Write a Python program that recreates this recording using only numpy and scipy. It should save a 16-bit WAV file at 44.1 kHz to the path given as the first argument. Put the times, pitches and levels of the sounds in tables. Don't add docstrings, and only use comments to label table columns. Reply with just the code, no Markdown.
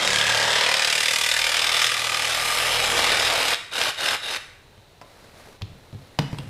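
import sys
import numpy as np
from scipy import signal
from scipy.fft import rfft, irfft
from scipy.io import wavfile
from scipy.ndimage import uniform_filter1d

SR = 44100
rng = np.random.default_rng(int(sys.argv[2]) if len(sys.argv) > 2 else 0)


def transcribe(u):
    v = np.clip(np.atleast_2d(u).T, -1, 1)
    q = np.round(v * 32767).astype(np.int16)
    wavfile.write(sys.argv[1], SR, q)


N = 286209
T = np.arange(N) / SR

# [f/Hz, relative density/dB per Hz]
AIR_SPECTRUM = [(15, -11), (25, -15), (38, -1), (60, -16), (88, -3.5), (200, -16), (290, -17.5), (400, -13),
                (750, -16), (1200, -22), (3300, -25), (4000, -19.5), (4700, -29.5), (15500, -40.5)]
AIR_DB = -53
# [f/Hz, t60/s]
GARAGE_DECAY = [(100, 1), (500, 0.36), (2000, 0.82), (4000, 0.53), (8000, 0.59), (14000, 0.37)]
SAW_TO_GARAGE_DB, KNOCKS_TO_GARAGE_DB = -10.0, -9.5

# [f/Hz, relative density/dB per Hz]
CLOTH_SPECTRUM = [(150, 1.5), (320, 0.5), (550, 3), (950, -3.5), (1500, -5), (2300, -6.5), (2900, -11.5),
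                  (4800, -11), (6000, -15.5), (8500, -19), (10500, -18.5), (13000, -24), (15000, -29)]
# [start t/s, length/s, level/dB]
RUSTLES = [(5.02, 0.39, -51), (5.34, 0.24, -48), (5.6, 0.97, -54.5), (6.2, 0.77, -51)]

# [t/s, thud level/dB, thud pitch (factor on the box),
# thud length (factor on the box), clack level/dB, tick level/dB]
KNOCKS = [(4.777, -42, 0.7, 1, -55, -53), (5.014, -52, 0.77, 1, -36.5, -58), (5.02, -56, 1, 1, -41, -59),
          (5.612, -32, 0.6, 1, -44, -60), (5.6194, -40, 1.04, 1, -42, -28.5),
          (5.623, -24, 0.67, 1.04, -50, -50), (5.927, -29, 0.88, 0.93, -50, -50),
          (5.946, -27, 0.75, 1, -54, -51), (6.1885, -12, 1.0, 1.12, -15.5, -21),
          (6.1906, -34, 1.4, .7, -22.5, -25), (6.213, -26, 1.1, 1, -38, -44),
          (6.2205, -37, 1.7, 1, -42, -38), (6.243, -30, 1.2, 1, -43, -47),
          (6.3284, -14.5, 0.955, 0.53, -34.5, -54), (6.345, -36, 1.2, .7, -38, -52),
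          (6.386, -25, 1.1, 1.05, -35.5, -35), (6.402, -33, 1.1, .7, -43, -45)]
# [f/Hz, level/dB, t60/s]
BOX_MODES = [(92, -36, .1), (150, 2.5, 0.086), (170, -9, 0.037), (255, -3, 0.048), (453, -21, 0.2),
             (570, -13.5, 0.054)]
# [f/Hz, relative density/dB per Hz]
CLACK_SPECTRUM = [(40, -22), (150, -8), (400, -6), (700, 0.5), (980, 0.5), (1250, -5), (2000, -8.5),
                  (3000, -14), (3900, -30), (4800, -13), (6500, -23.5), (14000, -36)]
TICK_SPECTRUM = [(60, -20), (500, -2), (2000, -7.5), (3100, 4), (4500, -0.5), (6500, -13.5), (8400, -26),
                 (11000, -23), (15000, -26)]
# [f/Hz, level/dB, t60/s]
PIPE_END_MODES = [(576, 0, 0.14), (670, -7, .12), (853, -7, .16), (1023, 0, .15), (1140, -2, .1),
                  (1529, -9, .05)]
PIPE_DROP_S, PIPE_DROP_DB = 5.0145, -46
# [f/Hz, level/dB, t60/s]
CLINK_MODES = [(2780, 0, 0.025), (3240, -2, .025), (3350, -3, .03), (8200, -6, .018), (8550, -10, .015)]
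CLINK_S, CLINK_DB = 6.3858, -31.5
# [start t/s, length/s, level/dB]
SLIDES = [(5.68, 0.097, -47.5), (6.2, 0.14, -47), (6.36, 0.25, -41)]

# [start t/s, stop t/s, rasp level/dB]
BURSTS = [(3.71, 3.898, -24), (3.966, 4.15, -24.5), (4.213, 4.365, -29)]
CUT_STOP_S = 3.535
SPIN_UP_S, BRAKE_S = 0.044, 0.012

# [f/Hz, relative density/dB per Hz]
JUDDER_SPECTRUM = [(25, -32), (55, -8), (85, -3), (120, -1.5), (170, -8.5), (280, -3.5), (350, -1.5),
                   (450, -4), (900, -52)]
# [t/s, level/dB]
RUMBLE = [(0, -43), (.09, -39), (.2, -50), (.7, -60), (1.2, -81), (2.2, -60), (2.82, -50.5), (2.97, -39.5),
          (3.2, -44), (3.55, -53)]
BURST_JUDDER_DB = -21

# [t/s, stroke rate/Hz]
SPEED = [(0.0, 36.66), (0.3, 37.0), (0.5, 37.85), (0.65, 38.06), (0.85, 37.61), (1.1, 38.84), (1.4, 39.21),
         (1.75, 40.36), (2.05, 39.46), (2.35, 39.45), (2.6, 41.2), (2.9, 39.95), (3.2, 38.42), (3.55, 39.7)]
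# [t/s, mean level/dB at 1, 2, 3, 4 and 5 times the stroke rate]
SHAKE = [(0.0, -55, -50, -56, -54, -46), (0.18, -60, -53, -38, -46, -42), (0.4, -64, -53, -42.5, -49, -45),
         (0.62, -67, -60, -49, -52, -48), (0.95, -65, -67, -52, -55, -61), (1.25, -59, -60, -53, -57, -59),
         (1.45, -55, -53, -51, -68, -59), (1.7, -55, -57, -51, -66, -61), (1.87, -62, -62, -44.5, -61, -63),
         (2.15, -69, -52, -49, -60, -54), (2.4, -51, -52, -47, -53, -61), (2.75, -46, -47, -44.5, -56, -60),
         (3.05, -46, -50, -48, -56, -49), (3.25, -48, -48, -44.5, -56, -62),
         (3.55, -55, -55, -56, -58, -62)]
# [multiple of the stroke rate, mean level/dB]
OVERTONES = [(6, -62), (7, -59), (8, -69)]
WHINE_DB, WHINE_S, SING_DB, SING_S = -34, .045, -52, .055

# [start t/s, end t/s, f/Hz at start, f/Hz at end,
# onset (share of the stroke), time to peak/s, level/dB against the rasp]
STROKE_RINGS = [(0.04, 0.52, 1655, 1630, .26, .0042, -5), (0.92, 1.4, 2030, 2005, .68, .005, -8),
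                (0.9, 1.95, 1190, 1195, .66, .005, -13.5), (1.8, 2.3, 1205, 1195, .66, .005, -8.5),
                (2.25, 2.72, 1205, 1200, .66, .006, -9.5), (0.6, 1.7, 2460, 2420, .68, .0036, -8.5),
                (0.95, 1.52, 3540, 3560, .66, .003, -6.5), (1.5, 2.0, 3500, 3580, .65, .003, -8),
                (0.8, 2.0, 5420, 5270, .72, .003, -13), (0.47, 1.9, 4820, 4800, .66, .0024, -11.5),
                (0.25, 0.79, 860, 1040, .62, .005, -10.5), (0.1, 0.86, 505, 550, .7, .005, -14),
                (0.08, 0.5, 3080, 3100, .76, .003, -11), (0.0, 0.15, 3780, 3780, .3, .005, -8),
                (0.2, 0.75, 1980, 1750, .45, .004, -11), (1.9, 2.32, 2040, 1980, .68, .0035, -11),
                (1.75, 2.32, 2400, 2480, .68, .003, -10), (2.3, 3.3, 2380, 2300, .05, .004, -11.5),
                (0.75, 1.85, 925, 915, .75, .006, -20), (2.0, 3.55, 5200, 5180, .6, .0015, -15.5),
                (2.4, 3.2, 2950, 2850, .6, .003, -14), (2.4, 3.6, 480, 470, .55, .01, -17.5),
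                (3.5, 4.4, 1530, 1600, .5, .0022, -9), (3.34, 4.4, 2820, 2880, .5, .0035, -9.5)]
RING_UNEVEN_DB, RING_DETUNE = 1.6, .008
RING_JITTER_S, LOOSE_JITTER_S = .00013, .001

# [share of the stroke, level/dB]
STROKE = [(0, -1), (.1, .5), (.22, -2.5), (.42, -4.5), (.58, -8), (.66, 1.5), (.76, 5.5), (.88, 2.5)]
# [t/s, factor on the stroke's dB shape]
BITE = [(.1, .5), (.42, .35), (.85, 1.1), (1.4, 1.05), (2.25, 0.65), (2.4, 0.1), (2.85, 0.16), (3.1, 0.55),
        (3.7, 0.3)]
CHATTER_DB, CHATTER_DB_PER_BITE = 2.5, -1.5
STROKE_UNEVEN_DB = .5
GROOVE_S, GROOVE_TAKES_S = 0.49, 0.18
ENTRY_LAG, ENTRY_JOLT, JOLT = .14, 1.1, 0.25

# [t/s, rasp level/dB, pipe body level/dB over the rasp, tooth fizz level/dB over the rasp]
CUT = [(0.0, -24, -4.5, -10), (0.09, -22.5, -7.5, -8), (0.66, -21.5, -7, -12), (0.96, -23, -11.5, -7),
       (1.29, -23, -14.5, -8), (1.71, -23.5, -8, -10.5), (1.83, -20, -13, -9), (1.9, -25, -13, -8.5),
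       (2.0, -26.5, -9, -8), (2.78, -23.5, -6.5, -10.5), (2.91, -26, -3, -6.5), (3.0, -22, -4.5, -10),
       (3.28, -22.5, -7, -11.5), (3.3, -24.5, -2.5, -9.5), (3.52, -24.5, -6.5, -9.5),
       (3.53, -22.5, -4.5, -11.5)]
BURST_BODY_DB, BURST_FIZZ_DB = -6.5, -12
# [f/Hz, relative density/dB per Hz]
BODY_SPECTRUM = [(60, -35), (130, -19.5), (230, -20), (340, -14), (410, -7.5), (500, -0.5), (640, -0.5),
                 (800, -1), (920, -1), (1050, -4), (1200, -0.5), (1380, -4.5), (1600, -4.5), (2200, -49)]
RASP_SPECTRUM = [(800, -39.5), (1250, -9), (1520, -3), (2000, -0.5), (2400, -1.5), (3100, -1), (3550, -0.5),
                 (4000, -3), (4400, -5.5), (4750, -5.5), (5250, -3.5), (5600, -12.5), (6200, -18.5),
                 (8000, -58)]
FIZZ_SPECTRUM = [(4500, -29), (5900, 1.5), (6500, -0.5), (7200, 0.5), (8500, -1), (10000, -4),
                 (11500, -8.5), (13600, -14), (14400, -17), (15000, -88)]
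# [t/s, level/dB]
FIZZ_TOP = [(0.1, -5.5), (0.75, -4.5), (1.2, 0.5), (2.2, -0.5), (2.55, 6), (3.0, 1), (3.8, 3.5)]
FIZZ_TOP_HZ = 9400
FIZZ_POWER, BODY_POWER = 0.87, 0.67
# [t/s, level/dB]
SNAGS = [(0.075, -12), (0.187, -17), (0.634, -18), (0.74, -13), (.847, -15), (0.927, -15), (1.058, -18),
         (1.16, -15), (1.417, -24), (1.441, -19), (1.844, -20), (2.145, -17), (3.544, -16), (3.815, -13),
         (3.946, -30), (4.06, -19), (4.087, -15), (4.362, -24)]
SNAG_FIZZ_DB = -8
CHIPS_PER_S, CHIP_SHARE = 260, .15
RASP_REGULAR, BODY_REGULAR, LIKENESS = .45, .56, .75
LOOSE_S, LOOSE_TAKES_S = 2.5, .6
# [f/Hz, level/dB, t60/s]
BLADE_MODES = [(2790, -6, .4), (3660, -4, .4), (3712, -2, .6), (3774, 1, .85), (3815, -2, .85),
               (3870, -5, .7)]
BLADE_HELD_DB, BLADE_FREE_DB = -23, -17
GAPE_S, GAPE_TAKES_S = 3.3, 0.26

CEILING, EDGE_HZ = .45, 15600


def amp(db):
    return 10 ** (np.asarray(db) / 20)


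def unit(x):
    return x / np.sqrt(np.mean(x ** 2) + 1e-20)


def noise():
    return rng.standard_normal(N)


def curves(rows):
    s, *columns = np.transpose(rows)
    return [np.interp(T, s, c) for c in columns]


def read(points, hz):
    f, value = np.transpose(points)
    return np.interp(np.log(hz + 1), np.log(f + 1), value)


def add(mix, s, sound):
    part = mix[max(round(s * SR), 0):][:len(sound)]
    part += sound[:len(part)]


def ramp(start_s, length_s):
    return np.clip((T - start_s) / length_s, 0, 1)


def swells(rows):
    return sum(amp(db) * abs(np.sin(np.pi * ramp(s, length))) ** .5 for s, length, db in rows)


def wobble(rate_hz):
    low_pass = signal.butter(2, rate_hz, fs=SR, output="sos")
    return unit(signal.sosfilt(low_pass, noise()))


def colour(x, points, size=4096):
    log_gain = np.log(amp(read(points, abs(np.fft.fftfreq(size, 1 / SR)))))
    taps = np.fft.ifft(np.exp(np.conj(signal.hilbert(log_gain)))).real[:size // 2]
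    return signal.oaconvolve(x, taps / np.linalg.norm(taps))[:len(x)]


def resonate(x, hz, width):
    turn = np.exp(2j * np.pi * np.cumsum(hz * np.ones(len(x))) / SR)
    r = np.exp(-np.pi * width * 1.5 / SR)
    return (turn * signal.lfilter([(1 - r) ** 2], [1, -2 * r, r * r], x / turn)).real


def ring(modes):
    t = T[:SR]
    return sum(amp(db - 60 * t / t60) * np.sin(2 * np.pi * hz * t) for hz, db, t60 in modes)


def burst(decay_s, size=4096):
    fade = np.exp(-T[:size] / decay_s)
    z = rfft(rng.standard_normal(size) * fade)
    puff = irfft(z / (abs(z) + 1e-9) ** .75) * np.sqrt(fade)
    return unit(puff) * np.sqrt(np.mean(fade ** 2))


def quiet_air():
    return amp(AIR_DB) * unit(colour(noise(), AIR_SPECTRUM))


def garage(x):
    hz, t, z = signal.stft(rng.standard_normal(SR), SR, nperseg=256)
    decay = amp(-60 * t / read(GARAGE_DECAY, hz)[:, None])
    tail = signal.istft(z * decay, SR, nperseg=256)[1][:SR]
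    tail *= np.clip((T[:len(tail)] - .005) / 0.00084, 0, 1)
    return signal.oaconvolve(x, tail / np.linalg.norm(tail))[:N]


def clothes():
    rub = colour(noise() * amp(1.6 * wobble(70)), CLOTH_SPECTRUM)
    return swells(RUSTLES) * unit(rub)


def knocks():
    out = np.zeros(N)
    for s, thud_db, pitch, length, clack_db, tick_db in KNOCKS:
        modes = [(hz * pitch, db, t60 * length) for hz, db, t60 in BOX_MODES]
        thud = -ring(modes) * (1 - np.exp(-T[:SR] / 0.0027))
        add(out, s + 0.0021, amp(thud_db) * thud)
        add(out, s, amp(clack_db) * colour(burst(0.0065), CLACK_SPECTRUM))
        add(out, s, amp(tick_db) * colour(burst(0.0042), TICK_SPECTRUM))
    pipe_end = ring(PIPE_END_MODES) * (1 - np.exp(-T[:SR] / 0.002))
    add(out, PIPE_DROP_S, amp(PIPE_DROP_DB) * pipe_end)
    add(out, CLINK_S, amp(CLINK_DB) * ring(CLINK_MODES))
    drumming = unit(resonate(noise(), 135, 83))
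    return out + swells(SLIDES) * drumming


def brake(stop_s):
    return np.exp(-np.maximum(T - stop_s, 0) / BRAKE_S)


def bursts():
    level = np.zeros(N)
    for start, stop, db in BURSTS:
        spin_up = 1 - np.exp(-np.maximum(T - start, 0) / SPIN_UP_S)
        level += amp(db) * spin_up * brake(stop)
    return level


def restarts(peak_s):
    ages = [np.maximum(T - start, 0) / peak_s for start, _, _ in BURSTS]
    return sum(age * np.exp(1 - age) for age in ages)


def judder():
    level = amp(curves(RUMBLE)[0]) * brake(CUT_STOP_S) + amp(BURST_JUDDER_DB) * bursts()
    return level * unit(colour(noise(), JUDDER_SPECTRUM))


def motor(turns):
    orders = [(k + 1, db) for k, db in enumerate(curves(SHAKE))]
    orders += [(round(k), db + 3 * wobble(2)) for k, db in OVERTONES]
    shake = np.zeros(N)
    for k, db in orders:
        shake += amp(db + 1.5 * wobble(5)) * np.sin(2 * np.pi * (k * turns + rng.random()))
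    whine = amp(WHINE_DB) * restarts(WHINE_S) * unit(resonate(noise(), 3750, 170))
    singing = amp(SING_DB) * restarts(SING_S) * unit(resonate(noise(), 10100, 90))
    return shake * brake(CUT_STOP_S) + whine + singing


def stroke_rings(turns):
    sound, power, t = np.zeros(N), np.zeros(N), T[:3000]
    strokes = np.arange(260)
    for start, end, from_hz, to_hz, place, peak_s, db in STROKE_RINGS:
        swell = amp(db) * np.sqrt(abs(np.sin(np.pi * ramp(start, end - start))))
        shape = (t / peak_s * np.exp(1 - t / peak_s)) ** 2
        pings = np.zeros(N)
        times = np.interp(strokes + place, turns, T)
        for s, (size, detune, slip) in zip(times, rng.standard_normal((len(strokes), 3))):
            if start < s < end:
                hz = np.interp(s, [start, end], [from_hz, to_hz]) * (1 + RING_DETUNE * detune)
                jitter_s = RING_JITTER_S if s < LOOSE_S else LOOSE_JITTER_S
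                ping = shape * np.sin(2 * np.pi * hz * (t + jitter_s * slip))
                add(pings, s, amp(RING_UNEVEN_DB * size) * ping)
        sound += swell * unit(pings) * np.sqrt((end - start) / T[-1])
        power += swell ** 2
    return sound, power


def teeth(turns):
    bite, entering = curves(BITE)[0], 1 - ramp(GROOVE_S - GROOVE_TAKES_S, GROOVE_TAKES_S)
    chatter_db = CHATTER_DB + CHATTER_DB_PER_BITE * bite
    jolt = entering * ENTRY_JOLT + (1 - entering) * JOLT * np.sqrt(abs(bite))
    share = turns - ENTRY_LAG * entering
    stroke_db = np.interp(share % 1, *np.transpose(STROKE), period=1)
    uneven_db = STROKE_UNEVEN_DB * noise()[(turns + .5).astype(int)]
    force = amp(bite * stroke_db + uneven_db + chatter_db * np.clip(wobble(170), -2, 2))
    force *= 1 + jolt * np.exp(-((share - .66) % 1) / .1)
    return force / np.sqrt(uniform_filter1d(force ** 2, size=4500))


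def scraping(turns, regular):
    stroke = np.floor(turns + .45).astype(int)
    age = np.arange(N) - np.searchsorted(stroke, stroke)
    fresh = rng.standard_normal((stroke[-1] + 1, age.max() + 1))
    alike = signal.lfilter([np.sqrt(1 - LIKENESS ** 2)], [1, -LIKENESS], fresh, axis=0)
    repeating = alike[stroke, age]
    return np.sqrt(regular) * repeating + np.sqrt(1 - regular) * noise()


def chips():
    snaps = rng.random(N) < CHIPS_PER_S / SR
    return unit(snaps * np.sign(noise()) * rng.uniform(0.59, 1, N))


def drifting(x, depth_db):
    z = signal.stft(x, nperseg=512, noverlap=384)[2]
    patches = uniform_filter1d(rng.standard_normal(z.shape), size=2, axis=0)
    patches = uniform_filter1d(patches, size=28, axis=1)
    return signal.istft(z * amp(depth_db * unit(patches)), nperseg=512, noverlap=384)[1][:N]


def cutting(turns):
    rasp_db, body_db, fizz_db = curves(CUT)
    level = amp(rasp_db) * brake(CUT_STOP_S) + bursts()
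    finishing = T > BURSTS[0][0]
    body_db = np.where(finishing, BURST_BODY_DB, body_db)
    fizz_db = np.where(finishing, BURST_FIZZ_DB, fizz_db)
    firm = 1 - ramp(LOOSE_S, LOOSE_TAKES_S)
    force, snaps = teeth(turns), np.sqrt(CHIP_SHARE) * chips()
    coarse = snaps + np.sqrt(1 - CHIP_SHARE) * scraping(turns, RASP_REGULAR * firm)
    fine = snaps + np.sqrt(1 - CHIP_SHARE) * noise()

    fizz = unit(colour(fine * force ** FIZZ_POWER, FIZZ_SPECTRUM))
    high_pass = signal.butter(4, FIZZ_TOP_HZ, "high", fs=SR, output="sos")
    top = signal.sosfiltfilt(high_pass, fizz)
    fizz = fizz + (amp(curves(FIZZ_TOP)[0]) - 1) * top

    rings, ring_power = stroke_rings(turns)
    share = 1 / np.sqrt(1 + ring_power)
    rasp = share * unit(colour(coarse * force, RASP_SPECTRUM)) + amp(fizz_db) * fizz
    rasp = drifting(rasp, depth_db=1.8)
    body = colour(scraping(turns, BODY_REGULAR * firm) * force ** BODY_POWER, BODY_SPECTRUM)
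    sound = level * (rasp + share * rings + amp(body_db) * unit(body))

    for s, db in SNAGS:
        snag = colour(burst(0.0031), RASP_SPECTRUM)
        snag_fizz = colour(burst(0.00071), FIZZ_SPECTRUM)
        add(sound, s, amp(db) * (snag + amp(SNAG_FIZZ_DB) * snag_fizz))

    blade = ring(BLADE_MODES)
    blade_db = BLADE_HELD_DB + (BLADE_FREE_DB - BLADE_HELD_DB) * ramp(GAPE_S, GAPE_TAKES_S)
    drive = amp(blade_db) * level * force * noise()
    return sound + signal.oaconvolve(drive, blade / np.linalg.norm(blade))[:N]


def scene():
    turns = np.cumsum(curves(SPEED)[0]) / SR
    saw, handling = cutting(turns), knocks()
    echoing = garage(amp(SAW_TO_GARAGE_DB) * saw + amp(KNOCKS_TO_GARAGE_DB) * handling)
    return (saw + motor(turns) + judder() + handling + echoing + clothes() + quiet_air())[None]


def record(dry):
    rounded = dry / (1 + (dry / CEILING) ** 6) ** (1 / 6)
    low_pass = signal.firwin(511, EDGE_HZ, window=("kaiser", 9), fs=SR)
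    return signal.oaconvolve(rounded, low_pass[None], "same")


dry = scene()
out = record(dry)
transcribe(out)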